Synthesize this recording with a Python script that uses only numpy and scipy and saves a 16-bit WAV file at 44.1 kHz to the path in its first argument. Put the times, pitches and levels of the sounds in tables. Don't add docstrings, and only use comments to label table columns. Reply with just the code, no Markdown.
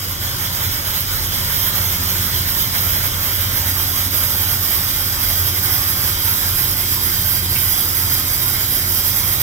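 import sys
import numpy as np
from scipy import signal
from scipy.fft import rfft, irfft, next_fast_len
from scipy.io import wavfile
from scipy.ndimage import uniform_filter1d, map_coordinates

SR = 44100
rng = np.random.default_rng(int(sys.argv[2]) if len(sys.argv) > 2 else 0)


def unload_audio(sound):
    columns = np.transpose(np.atleast_2d(sound))
    steps = np.round(np.clip(columns, -1, 1) * 32767)
    wavfile.write(sys.argv[1], SR, steps.astype(np.int16))


N = 415422
TIME = np.arange(N) / SR


def amp(db):
    return 10 ** (np.asarray(db) / 20)


def unit(x):
    return x / np.sqrt(np.mean(x ** 2) + 1e-20)


def along(rows, hz, column=1):
    table = np.transpose(rows)
    return np.interp(np.log(hz + 1), np.log(table[0] + 1), table[column])


def curve(rows, t=TIME):
    return np.interp(t, *np.transpose(rows))


def bell(x, centre, width):
    return np.exp(-((x - centre) / width) ** 2)


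def wobble(rate):
    return map_coordinates(rng.standard_normal(int(N * rate / SR) + 4), [np.arange(N) * rate / SR])


def filtered(x, response):
    m = next_fast_len(N + SR // 2)
    return irfft(rfft(x, m) * response(np.fft.rfftfreq(m, 1 / SR)), m)[..., :N]


def above(hz, edge_hz, order):
    return 1 / np.sqrt(1 + (edge_hz / (hz + 1)) ** (2 * order))


def patchy(x, depth_db):
    spectra = signal.stft(x, nperseg=1024)[2]
    field = rng.standard_normal(spectra.shape[1:])
    field = uniform_filter1d(uniform_filter1d(field, 3, axis=0), 6, axis=1)
    return signal.istft(spectra * amp(depth_db * unit(field)), nperseg=1024)[1][:, :N]


def port_noise(coherence):
    def weights(hz):
        angle = np.arccos(np.clip(along(coherence, hz), 0, 1)) / 2
        return np.array([np.cos(angle), np.sin(angle)])
    mid, side = filtered(rng.standard_normal((2, N)), weights)
    return np.array([mid + side, mid - side])


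# time in seconds, share of a full swing from 0 to 1.
SWING = [(0, 0.06), (1.7, 0.14), (4.5, 0.49), (7.5, 0.86)]
def swing(t=TIME):
    return curve(SWING, t)


def swung(x, gain_db):
    hz, t, spectra = signal.stft(x, SR, nperseg=1024)
    return signal.istft(spectra * amp(gain_db(hz[:, None], swing(t))), SR, nperseg=1024)[1][..., :N]


# frequency in Hz, extra phase lag in radians.
HOUSING_LAG = [(1700, -0.04), (2100, 1.8), (2450, 1.2), (2750, -1.1), (3100, -0.32), (3500, -1.2),
               (3700, -0.46), (4050, 0.43), (4450, -0.088), (5400, -1.08), (6200, -0.9), (6900, 0),
               (7500, -0.29), (9000, 0.23), (10600, 0.4), (12000, 0.88), (12700, -0.94), (15000, -0.5)]
def from_the_right(pair, base_lag_s):
    lag = base_lag_s * SR * (1 + 0.08 * swing())
    left = map_coordinates(pair[0], [np.arange(N) - lag], order=5, mode="mirror")
    return np.array([filtered(left, lambda hz: np.exp(-1j * along(HOUSING_LAG, hz))), pair[1]])


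def far_tone(hz, fade_db, drift_rad):
    phase = 2 * np.pi * (hz * TIME + rng.random()) + drift_rad * wobble(2.56)
    return np.sqrt(2) * np.sin(phase) * unit(amp(fade_db * wobble(3.03)))


def low_noise(response):
    coherence = [(25, 0.45), (70, 0.79), (200, 1.0), (450, 0.67)]
    return unit(filtered(port_noise(coherence), response))


# frequency in Hz, relative density in dB.
FAN_SPECTRUM = [(230, -44), (300, -1), (330, -9.5), (352, -2), (370, -2), (385, -8.5), (430, -52)]
def fan():
    band = low_noise(lambda hz: amp(along(FAN_SPECTRUM, hz)))
    return amp(-49.5 + 6.5 * swing()) * band * unit(amp(2.3 * wobble(12)))


# time in seconds, relative level in dB.
BOOMS = [(1.19, -32), (3.14, -31), (5.32, -31.5)]
def booms(centre_hz=40, half_width_hz=13, half_length_s=0.14):
    deep = low_noise(lambda hz: bell(hz, centre_hz, half_width_hz))
    return deep * sum(amp(db) * bell(TIME, s, half_length_s) for s, db in BOOMS)


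SHAFT_HZ = 15.06
# multiple of the shaft speed, relative level in dB.
EXHAUST_ORDERS = [(2.5, -41), (5, -43), (7, -42), (8, -40), (14, -56), (24, -56)]
# frequency in Hz, relative level in dB.
HUMS = [(20.4, -50), (123.8, -43), (159.4, -47.5), (237.4, -54.5), (266.9, -49.5), (299.5, -55),
        (357.4, -57.5), (561.1, -53.5), (1322.5, -52)]
# frequency in Hz, relative density in dB.
RUMBLE_SPECTRUM = [(15, -35), (22, -14), (40, -6.5), (75, -1.5), (115, -4.5), (140, -9), (190, -11.5),
                   (230, -14.5), (340, -18), (450, -23.5), (800, -25), (1500, -99)]
# time in seconds, relative level in dB.
DRONE_LEVEL = [(0.0, -31), (0.15, -28), (2.22, -25.5), (5.23, -27), (5.36, -25.5), (6.06, -27),
               (9.3, -26.5)]
def drone(swell_db):
    exhaust = sum(amp(db) * far_tone(order * SHAFT_HZ, fade_db=2.5, drift_rad=0.033 * order)
                  for order, db in EXHAUST_ORDERS)
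    hums = sum(amp(db) * far_tone(hz, fade_db=2.5, drift_rad=0.003 * hz) * unit(amp(2.9 * wobble(25)))
               for hz, db in HUMS)
    rumble = amp(-31.5) * low_noise(lambda hz: amp(along(RUMBLE_SPECTRUM, hz)))
    body = unit(amp(curve(DRONE_LEVEL))) * (exhaust + hums + rumble)
    near_firing = filtered(body, lambda hz: above(hz, 55, order=6) * (1 - above(hz, 150, order=6)))
    return body + near_firing * (amp(0.43 * swell_db) - 1)


# time in seconds, relative level in dB.
FIRING_LEVEL = [(0.0, -33.5), (0.6, -32), (1.3, -30), (2.2, -29.5), (2.9, -29.5), (3.6, -29.5), (4.4, -29),
                (5.0, -30), (5.65, -29.5), (6.1, -30.5), (7.1, -32), (8.1, -30), (9.3, -30.5)]
# time in seconds, relative level in dB.
OCTAVE_LEVEL = [(0.0, -50), (0.45, -42), (1.1, -52), (1.55, -40.5), (2.9, -40), (3.6, -53), (4.2, -41),
                (4.8, -44), (5.8, -52), (6.6, -39.5), (7.05, -42.5), (7.5, -39), (8.2, -51.5), (9.2, -41)]
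def firing(swell_db, throb_hz=5, throb_depth_db=1.9):
    hz = 6 * SHAFT_HZ
    throb_db = throb_depth_db * np.sin(2 * np.pi * throb_hz * TIME + wobble(2.51))
    envelope = amp(curve(FIRING_LEVEL) + swell_db + throb_db)
    fundamental = envelope * far_tone(hz, fade_db=0.7, drift_rad=0.07)
    octave = amp(curve(OCTAVE_LEVEL) - 0.7) * far_tone(2 * hz, fade_db=1.5, drift_rad=0.53)
    return fundamental + octave


# time in seconds, half length in seconds, change in dB.
ENGINE_SWELLS = [(0.437, .035, -2), (0.66, .04, 3), (1.02, .09, -5), (1.62, .03, -5), (2.354, .06, 5.5),
                 (2.5, .04, -4), (2.642, 0.041, -7), (2.92, 0.037, 7), (3.41, .06, 4), (4.71, .06, -4.5),
                 (4.9, .03, -8), (5.2, .07, -3), (5.43, .08, 3), (6.5, .04, 4.5), (7.502, .04, 5),
                 (7.8, 0.066, -8), (8.8, 0.044, -5)]
def freighter():
    swell_db = sum(db * bell(TIME, s, half_s) for s, half_s, db in ENGINE_SWELLS)
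    return (firing(swell_db) + drone(swell_db) + fan() + booms()) * amp([[-0.35], [0.35]])


# time in seconds, half length in seconds, change in dB,
# of which each layer takes a share.
SURGES = [(0.18, 0.045, -3.5), (0.507, 0.051, -4), (0.63, 0.045, 3), (0.824, 0.038, -6), (0.89, 0.027, 0.5),
          (1.06, 0.04, -6.5), (1.288, 0.04, -1), (1.48, 0.04, -2), (2.584, 0.045, 3), (2.692, 0.022, -4),
          (2.777, 0.02, 1), (2.927, 0.05, 2.5), (3.045, 0.023, 5), (3.162, 0.029, -4), (3.375, 0.021, -0.5),
          (3.483, 0.025, -1.5), (3.56, 0.034, 3), (3.793, 0.025, 3), (4.095, 0.02, -6), (4.144, 0.024, 1.5),
          (4.704, 0.04, 1), (4.871, 0.015, -2), (4.977, 0.04, -4.5), (5.516, 0.027, -4.5),
          (5.615, 0.015, -4.5), (5.954, 0.026, -2), (6.168, 0.022, -3.5), (6.621, 0.038, 0.5),
          (7.477, 0.026, -8), (8.243, 0.03, -3)]
def surge(slow_rate=9, quick_rate=29, crest_db=2.5):
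    swells = sum(db * bell(TIME, s, half_s) for s, half_s, db in SURGES)
    flutter = -0.22 * wobble(slow_rate) + 1.6 * wobble(quick_rate)
    return swells + np.minimum(flutter, crest_db * np.tanh(flutter / crest_db))


# frequency in Hz, relative density in dB.
WASH_SPECTRUM = [(450, -4), (750, -6), (950, -0.5), (1200, -0.5), (1500, -3), (2150, -0.7), (2450, -6.5),
                 (2800, -10), (3300, -43), (4000, -60)]
# frequency in Hz, coherence from 0 to 1.
WASH_COHERENCE = [(500, 0.75), (950, 0.82), (1230, 0), (1420, 0.66), (1750, 0), (2000, 0.17), (2180, 0.45),
                  (2500, 0.03)]
# time in seconds, relative level in dB.
WASH_LEVEL = [(0.0, -38), (0.55, -33), (1.1, -34), (1.7, -33), (2.4, -34), (3.05, -32.5), (3.6, -33.5),
              (6.0, -33), (7.5, -34.5), (9.3, -34)]
def wash(surge_db):
    colour_db = lambda hz: along(WASH_SPECTRUM, hz) + 5.5 * bell(hz, 1498, 130)
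    pair = filtered(port_noise(WASH_COHERENCE), lambda hz: amp(colour_db(hz)) * above(hz, 462, order=4))
    water = patchy(from_the_right(pair, base_lag_s=0.00024), depth_db=2.0)
    lapping_db = 0.57 * wobble(24)
    return unit(water) * amp(curve(WASH_LEVEL) + 0.49 * surge_db + lapping_db + 4.0)


# time in seconds, level in dB, centre in Hz, half length in seconds.
SPLASHES = [(2.755, -27, 1850, 0.024), (7.567, -24, 2500, 0.012)]
def splashes():
    out = np.zeros((2, N))
    for s, db, centre_hz, half_s in SPLASHES:
        band = unit(filtered(rng.standard_normal((2, N)), lambda hz: bell(hz, centre_hz, 700)))
        out += amp(db) * band * bell(TIME, s, half_s)
    return out


# start in seconds, relative level in dB.
TICKS = [(1.007, 1), (1.018, -6), (3.539, -9)]
def ticks(t60_s=0.0037):
    t = np.arange(SR // 100) / SR
    snaps = np.zeros(N)
    for s, db in TICKS:
        snaps[round(s * SR):][:len(t)] += amp(db - 60 * t / t60_s) * rng.standard_normal(len(t))
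    return filtered(snaps, lambda hz: above(hz, 11000, order=7)) * amp([[-7], [0]])


# centre in Hz at no swing and at full swing, half width in Hz, gain in dB.
HOLLOWS = [(7930, 6700, 260, -3.5), (9900, 9160, 260, -3.5)]
def hollowed(pair):
    def notches_db(hz, share):
        return sum(db * bell(hz, start + share * (end - start), width)
                   for start, end, width, db in HOLLOWS)
    mid = swung((pair[0] + pair[1]) / 2, notches_db)
    side = (pair[0] - pair[1]) / 2
    return np.array([mid + side, mid - side])


# time in seconds, relative level in dB.
SPRAY_LEVEL = [(0.0, -30.5), (0.55, -24.5), (1.15, -25), (1.5, -23), (2.3, -23), (3.4, -23.5), (4.7, -21.5),
               (7.1, -21.5), (9.3, -22)]
def spray_level_db():
    return curve(SPRAY_LEVEL)


# frequency in Hz, relative density in dB at no swing and at full swing.
HISS_SPECTRUM = [(2420, -12.5, -10), (2810, -5, -12.5), (3090, 3.5, 0), (3430, 2, -1.5), (3540, -1, -11),
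                 (3720, 0, 0), (4500, 0.5, -2.5), (4840, -1, 2.5), (5200, 3.5, 3), (5760, -3, -5),
                 (6260, -1.5, -2.5), (7000, -1.5, -3.5), (7200, 0.5, 1), (8470, -3, -5.5), (9600, -5, -9),
                 (11200, -5, -22), (13000, -38, -40)]
# frequency in Hz, coherence from 0 to 1.
HISS_COHERENCE = [(2880, 0.45), (3100, 0.52), (3400, 0.7), (3620, 0.05), (4100, 1), (4550, 0.94),
                  (4800, 0.34), (5300, 0.77), (5550, 0.45), (6050, 0.5), (6700, 0.25), (7100, 0.48),
                  (7900, 0.45), (9000, 0.65), (9600, 0.68)]
def hiss(surge_db):
    def colour_db(hz, share):
        return (1 - share) * along(HISS_SPECTRUM, hz, 1) + share * along(HISS_SPECTRUM, hz, 2)
    pair = filtered(swung(port_noise(HISS_COHERENCE), colour_db), lambda hz: above(hz, 1670, order=6))
    left, right = unit(patchy(from_the_right(pair, base_lag_s=0.0003392), depth_db=2.16))
    right = filtered(right, lambda hz: amp(-9 * bell(hz, 8180, 590)))
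    growth_db = spray_level_db() - np.mean(spray_level_db())
    flutter_db = 0.35 * wobble(30)
    return np.array([left, right]) * amp(-24.5 + 0.61 * growth_db + 0.33 * surge_db + flutter_db)


BAND_LIMIT_HZ = 15800
# frequency in Hz, then relative gain in dB at the left port,
# at the right with no swing, and at the right with full swing.
PORT_RESPONSE = [(9470, -16, -27, -30), (10340, -12.5, -9.5, -2.5), (10700, -17.5, -17, -5.5),
                 (12140, -15, -1.5, -6.5), (12240, -11, 0.5, 0), (13300, -10, 2, -1.5),
                 (14300, -13, -4.5, 4), (15240, -12, -6, -4), (15600, -17, -1, -11)]
def spray(surge_db, large_drops_per_s=40):
    def port(x, column):
        band = lambda hz: above(hz, 8850, order=16) * (hz < BAND_LIMIT_HZ)
        return filtered(x, lambda hz: amp(along(PORT_RESPONSE, hz, column)) * band(hz))
    grain = amp(1.1 * wobble(900) + 0.55 * wobble(22))
    large_drops = (rng.random(N) < large_drops_per_s / SR) * rng.uniform(-1, 1, N) * amp(9)
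    coherence = [(10000, 0.39), (12500, 0.22), (13100, 0.44), (14100, 0.45), (14900, 0.2)]
    pair = from_the_right(grain * port_noise(coherence) + large_drops, base_lag_s=0.000343)
    share = swing()
    left = port(pair[0], column=1) * amp(-1.2 * (1.5 - share))
    right = (1 - share) * port(pair[1], column=2) + share * port(pair[1], column=3)
    return amp(spray_level_db() + 0.85 * surge_db + 3.5) * unit(np.array([left, right]))


def scene():
    surge_db = surge()
    background = freighter() + wash(surge_db) + splashes()
    return background + hollowed(hiss(surge_db) + spray(surge_db)) + ticks()


def record(dry, ceiling=0.88):
    rounded = dry / (1 + (dry / ceiling) ** 10) ** (1 / 10)
    return filtered(rounded, lambda hz: hz < BAND_LIMIT_HZ)


dry = scene()
out = record(dry)
unload_audio(out)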